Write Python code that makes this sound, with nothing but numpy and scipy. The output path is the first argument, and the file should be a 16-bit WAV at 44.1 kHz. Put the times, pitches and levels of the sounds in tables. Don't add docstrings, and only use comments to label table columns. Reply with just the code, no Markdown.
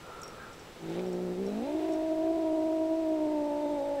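import sys
import numpy as np
from scipy import signal
from scipy.fft import rfft, irfft
from scipy.io import wavfile
from scipy.ndimage import uniform_filter1d

SR = 44100
rng = np.random.default_rng(int(sys.argv[2]) if len(sys.argv) > 2 else 0)


def master(y):
    cut = np.clip(np.atleast_2d(y).T, -1, 1)
    pcm = np.round(cut * 32767)
    wavfile.write(sys.argv[1], SR, pcm.astype(np.int16))


N = 176400
T = np.arange(N) / SR
BIN_HZ = np.arange(N // 2 + 1) * SR / N

# time_s, pitch_hz
PITCH = [(.8,168.5),(.9,161.8),(1.0,181.5),(1.06,185.2),(1.12,180.4),(1.37,179),(1.41,195.9),(1.46,194.7),(1.57,212.5),(1.615,232.8),(1.66,283),(1.75,313),(1.87,320.1),(2.13,316.6),(2.36,327.4),(2.48,316.2),(3.01,322.6),(3.24,307.6),(3.5,292),(3.7,297),(3.765,294),(3.795,279.7),(3.93,286),(4,277)]
# time_s, first_db, second_db, third_db
HARMONICS = [(.78,-66,-63,-63),(.83,-46,-43.5,-59),(.9,-44.5,-38,-50),(.98,-39.5,-35.5,-43),(1.12,-41,-36,-45.5),(1.27,-38,-35.5,-45),(1.37,-44,-39,-49.5),(1.41,-35.5,-35.5,-54.5),(1.49,-37.5,-34,-44),(1.54,-32.5,-45.5,-45.5),(1.69,-39,-37,-48),(1.75,-32,-41,-56),(2.03,-33,-34.5,-52.5),(2.35,-30,-33,-51.5),(2.5,-32,-34.5,-49.5),(2.68,-30.5,-33,-49),(3.08,-31,-34,-51.5),(3.37,-32.5,-34.5,-43),(3.51,-37.5,-34,-41.5),(3.75,-34.5,-33,-42.5),(3.8,-41.5,-33,-42.5),(4,-44,-32.5,-43.5)]
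# frequency_hz, gain_db
OVERTONES = [(780,-10),(950,-18),(1100,-25),(1280,-19.5),(1500,-31),(2500,-36)]
# time_s, share
ROUGHNESS = [(3.1,.85),(3.5,.35)]
# frequency_hz, gain_db
RASP_SPECTRUM = [(170,-30),(280,-4),(380,-1),(600,-4.5),(860,2),(1030,-21),(2000,-35)]
def growl():
    catch = throat_catches()
    catch -= uniform_filter1d(catch, size=SR // 10)
    jitter, sag_hz, waver_hz = .0089, 22, 1.5
    pitch = in_time(PITCH)[0] * (1 + jitter * drift(112)) - sag_hz * catch + waver_hz * drift(16)
    phase = 2 * np.pi * np.cumsum(pitch) / SR
    first, second, third = in_time(HARMONICS)
    roughness, = in_time(ROUGHNESS)
    shimmer_db, upper_shimmer_db = .99 * drift(17), 2
    levels = [first + shimmer_db, second + shimmer_db, third + upper_shimmer_db * roughness * drift(22)]
    levels += [third + at_hz(OVERTONES, k * pitch) + upper_shimmer_db * drift(60) for k in range(4, 9)]
    dip = signal.hilbert(catch)
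    voice = np.zeros(N)
    for k, db in enumerate(levels, 1):
        modulation = 1 - dip * (roughness if k > 1 else 1)
        voice -= np.sqrt(2) * from_db(db) * np.real(modulation * np.exp(1j * k * phase))
    effort = from_db(first) + from_db(second)
    puffs = tint((1 + np.cos(phase)) * rng.standard_normal(N), RASP_SPECTRUM)
    rasp = from_db(-48.5) * in_time(RATTLE)[0] * roughness * np.sqrt(effort / effort.mean()) * puffs
    return voice + rasp


# time_s, depth
RATTLE = [(.8,1.1),(1.0,.85),(1.45,.7),(1.63,.85),(1.87,.7),(2.05,.4),(3.1,.25),(3.5,.55),(4,.8)]
# time_s, depth
DEEP_CATCHES = [(1.81,0.78),(2.232,0.5),(2.388,0.72),(2.583,0.3),(2.717,0.58),(3.202,0.54),(3.272,0.64),(3.785,.5)]
def throat_catches(rate_hz=57, jitter=.11, depth_spread=.45, max_width_s=.0026):
    timing, strength = rng.standard_normal((400, 2)).T
    pitch, = in_time(PITCH)
    cycles_per_catch = np.round(pitch / rate_hz)
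    count = np.cumsum(pitch / cycles_per_catch) / SR
    beats = np.interp(np.arange(len(timing)), count, T)
    looseness = (np.interp(beats, T, pitch) / pitch.max()) ** 3
    times = beats + np.cumsum(jitter * looseness * timing) / rate_hz
    width = max_width_s * pitch / pitch.max()
    depths = np.interp(times, *np.transpose(RATTLE))
    depths *= np.exp(depth_spread * looseness * np.minimum(strength, 1))
    out = np.zeros(N)
    for s, depth in [*zip(times[beats < T[-1]], depths), *DEEP_CATCHES]:
        near = slice(*np.searchsorted(T, [s - 10 * max_width_s, s + 10 * max_width_s]))
        pulse = depth * np.exp(-.5 * ((T[near] - s) / width[near]) ** 2)
        out[near] = np.maximum(out[near], pulse)
    return out


# time_s, level_db
NOSE_AIR = [(0,-61),(.8,-61),(.95,-52),(1.25,-68),(1.55,-56),(1.85,-54.5),(2.2,-62),(3.1,-64),(4,-62)]
# frequency_hz, gain_db
NOSE_SPECTRUM = [(500,-8),(1200,-1),(2600,0),(3200,-4.5),(3750,-2),(4500,-10),(15000,-27)]
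def nose_air():
    return from_db(in_time(NOSE_AIR)[0]) * coloured(NOSE_SPECTRUM)


# time_s, level_db
INTAKE = [(0,-57),(.1,-46.5),(.4,-49.5),(.52,-54),(.75,-68.5),(.9,-83)]
# centre_hz, width_hz, gain_db
AIRWAY = [(459,144,-5),(900,600,-6),(1300,170,-3),(1367,55,-4)]
def intake():
    air = sum(from_db(db) * band_noise(hz - width / 2, hz + width / 2) for hz, width, db in AIRWAY)
    return rms_one(air) * from_db(in_time(INTAKE)[0])


# peak_s, length_s, centre_hz, level_db
WHEEZES = [(.43,.13,1597,-53.5),(.75,0.24,420,-55.5),(1.5,.06,3980,-63),(3.995,.06,1770,-53),(1.66,.08,4020,-62),(3.72,.4,3660,-66)]
def wheezes(width_hz=120):
    out = np.zeros(N)
    for s, length, hz, db in WHEEZES:
        swell = np.exp(-(2 * (T - s) / length) ** 2)
        out += from_db(db) * swell * band_noise(hz - width_hz / 2, hz + width_hz / 2)
    return out


def mouth_click(start_s=.993, level_db=-41, decay_s=.004):
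    envelope = (T > start_s) * np.exp(-abs(T - start_s) / decay_s)
    return from_db(level_db) * envelope * band_noise(1800, 3200)


# start_s, ring_db, tick_db
TOUCHES = [(.217,-62,-45),(.233,-38,-47),(0.279,-48,-48),(.531,-54.5,-54.5),(.595,-54,-56),(.897,-57,-58),(1.065,-53,-64),(1.13,-53.5,-51),(1.465,-51,-59),(1.922,-52,-54),(1.936,-59,-52)]
# frequency_hz, gain_db, t60_s
METAL_MODES = [(5505,-10,0.078),(5580,-2,.11),(7730,-12,0.065),(13250,-18,.04)]
def jingle(tick_decay_s=.0036, wobble_rad=.3):
    out, tick = np.zeros(N), band_noise(6260, 8470)
    for s, ring_db, tick_db in TOUCHES:
        near = slice(int(s * SR), int(s * SR) + SR // 4)
        age = T[near] - T[near][0]
        out[near] += from_db(tick_db) * tick[near] * np.exp(-age / tick_decay_s)
        for hz, db, t60 in METAL_MODES:
            phase = 2 * np.pi * hz * age + wobble_rad * drift(90)[near]
            out[near] += from_db(ring_db + db - 60 * age / t60) * np.sin(phase)
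    return out


def room(x, t60_s=.3, level_db=-21):
    age = T[:SR // 2]
    tail = rng.standard_normal(len(age)) * from_db(-60 * age / t60_s) * (age > .004)
    return x + from_db(level_db) * signal.fftconvolve(x, tail / np.linalg.norm(tail))[:N]


# frequency_hz, gain_db
HISS_SPECTRUM = [(110,0.5),(500,-2.5),(1000,-7),(3000,-14),(5000,-18),(7500,-22.5),(10000,-28),(15500,-31.5)]
# frequency_hz, correlation
COHERENCE = [(2000,1),(5500,0.93),(9000,0.41),(14000,.15)]
def hiss(mid_db=-50.5):
    alike = at_hz(COHERENCE, BIN_HZ)
    side = irfft(rfft(coloured(HISS_SPECTRUM)) * np.sqrt((1 - alike) / (1 + alike)), N)
    mid = coloured(HISS_SPECTRUM)
    return from_db(mid_db) * np.array([mid + side, mid - side])


def whine(centre_hz=7867, beat_hz=30.1, each_tone_db=-74):
    return 2 * from_db(each_tone_db) * np.sin(2 * np.pi * centre_hz * T) * np.cos(np.pi * beat_hz * T)


def from_db(db):
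    return 10 ** (np.asarray(db) / 20)


def rms_one(x):
    return x / np.sqrt(np.mean(x ** 2) + 1e-20)


def in_time(rows):
    s, *columns = np.transpose(rows)
    return [np.interp(T, s, c) for c in columns]


def at_hz(points, hz):
    frequencies, values = np.transpose(points)
    return np.interp(np.log(hz + 1e-9), np.log(frequencies), values)


def drift(cutoff_hz):
    slow = signal.sosfilt(signal.butter(2, cutoff_hz, fs=SR, output="sos"), rng.standard_normal(N + SR))
    return rms_one(slow[SR:])


def tint(x, spectrum):
    return rms_one(irfft(rfft(x) * from_db(at_hz(spectrum, BIN_HZ)), N))


def coloured(spectrum):
    return tint(rng.standard_normal(N), spectrum)


def band_noise(low_hz, high_hz):
    band = signal.butter(2, [low_hz, high_hz], "band", fs=SR, output="sos")
    return rms_one(signal.sosfilt(band, rng.standard_normal(N)))


def scene():
    cat = growl() + nose_air() + intake() + wheezes() + mouth_click()
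    return room(cat + jingle()) + hiss() + whine()


def record(dry):
    return signal.sosfilt(signal.ellip(12, .1, 90, 15700, fs=SR, output="sos"), dry)


dry = scene()
out = record(dry)
master(out)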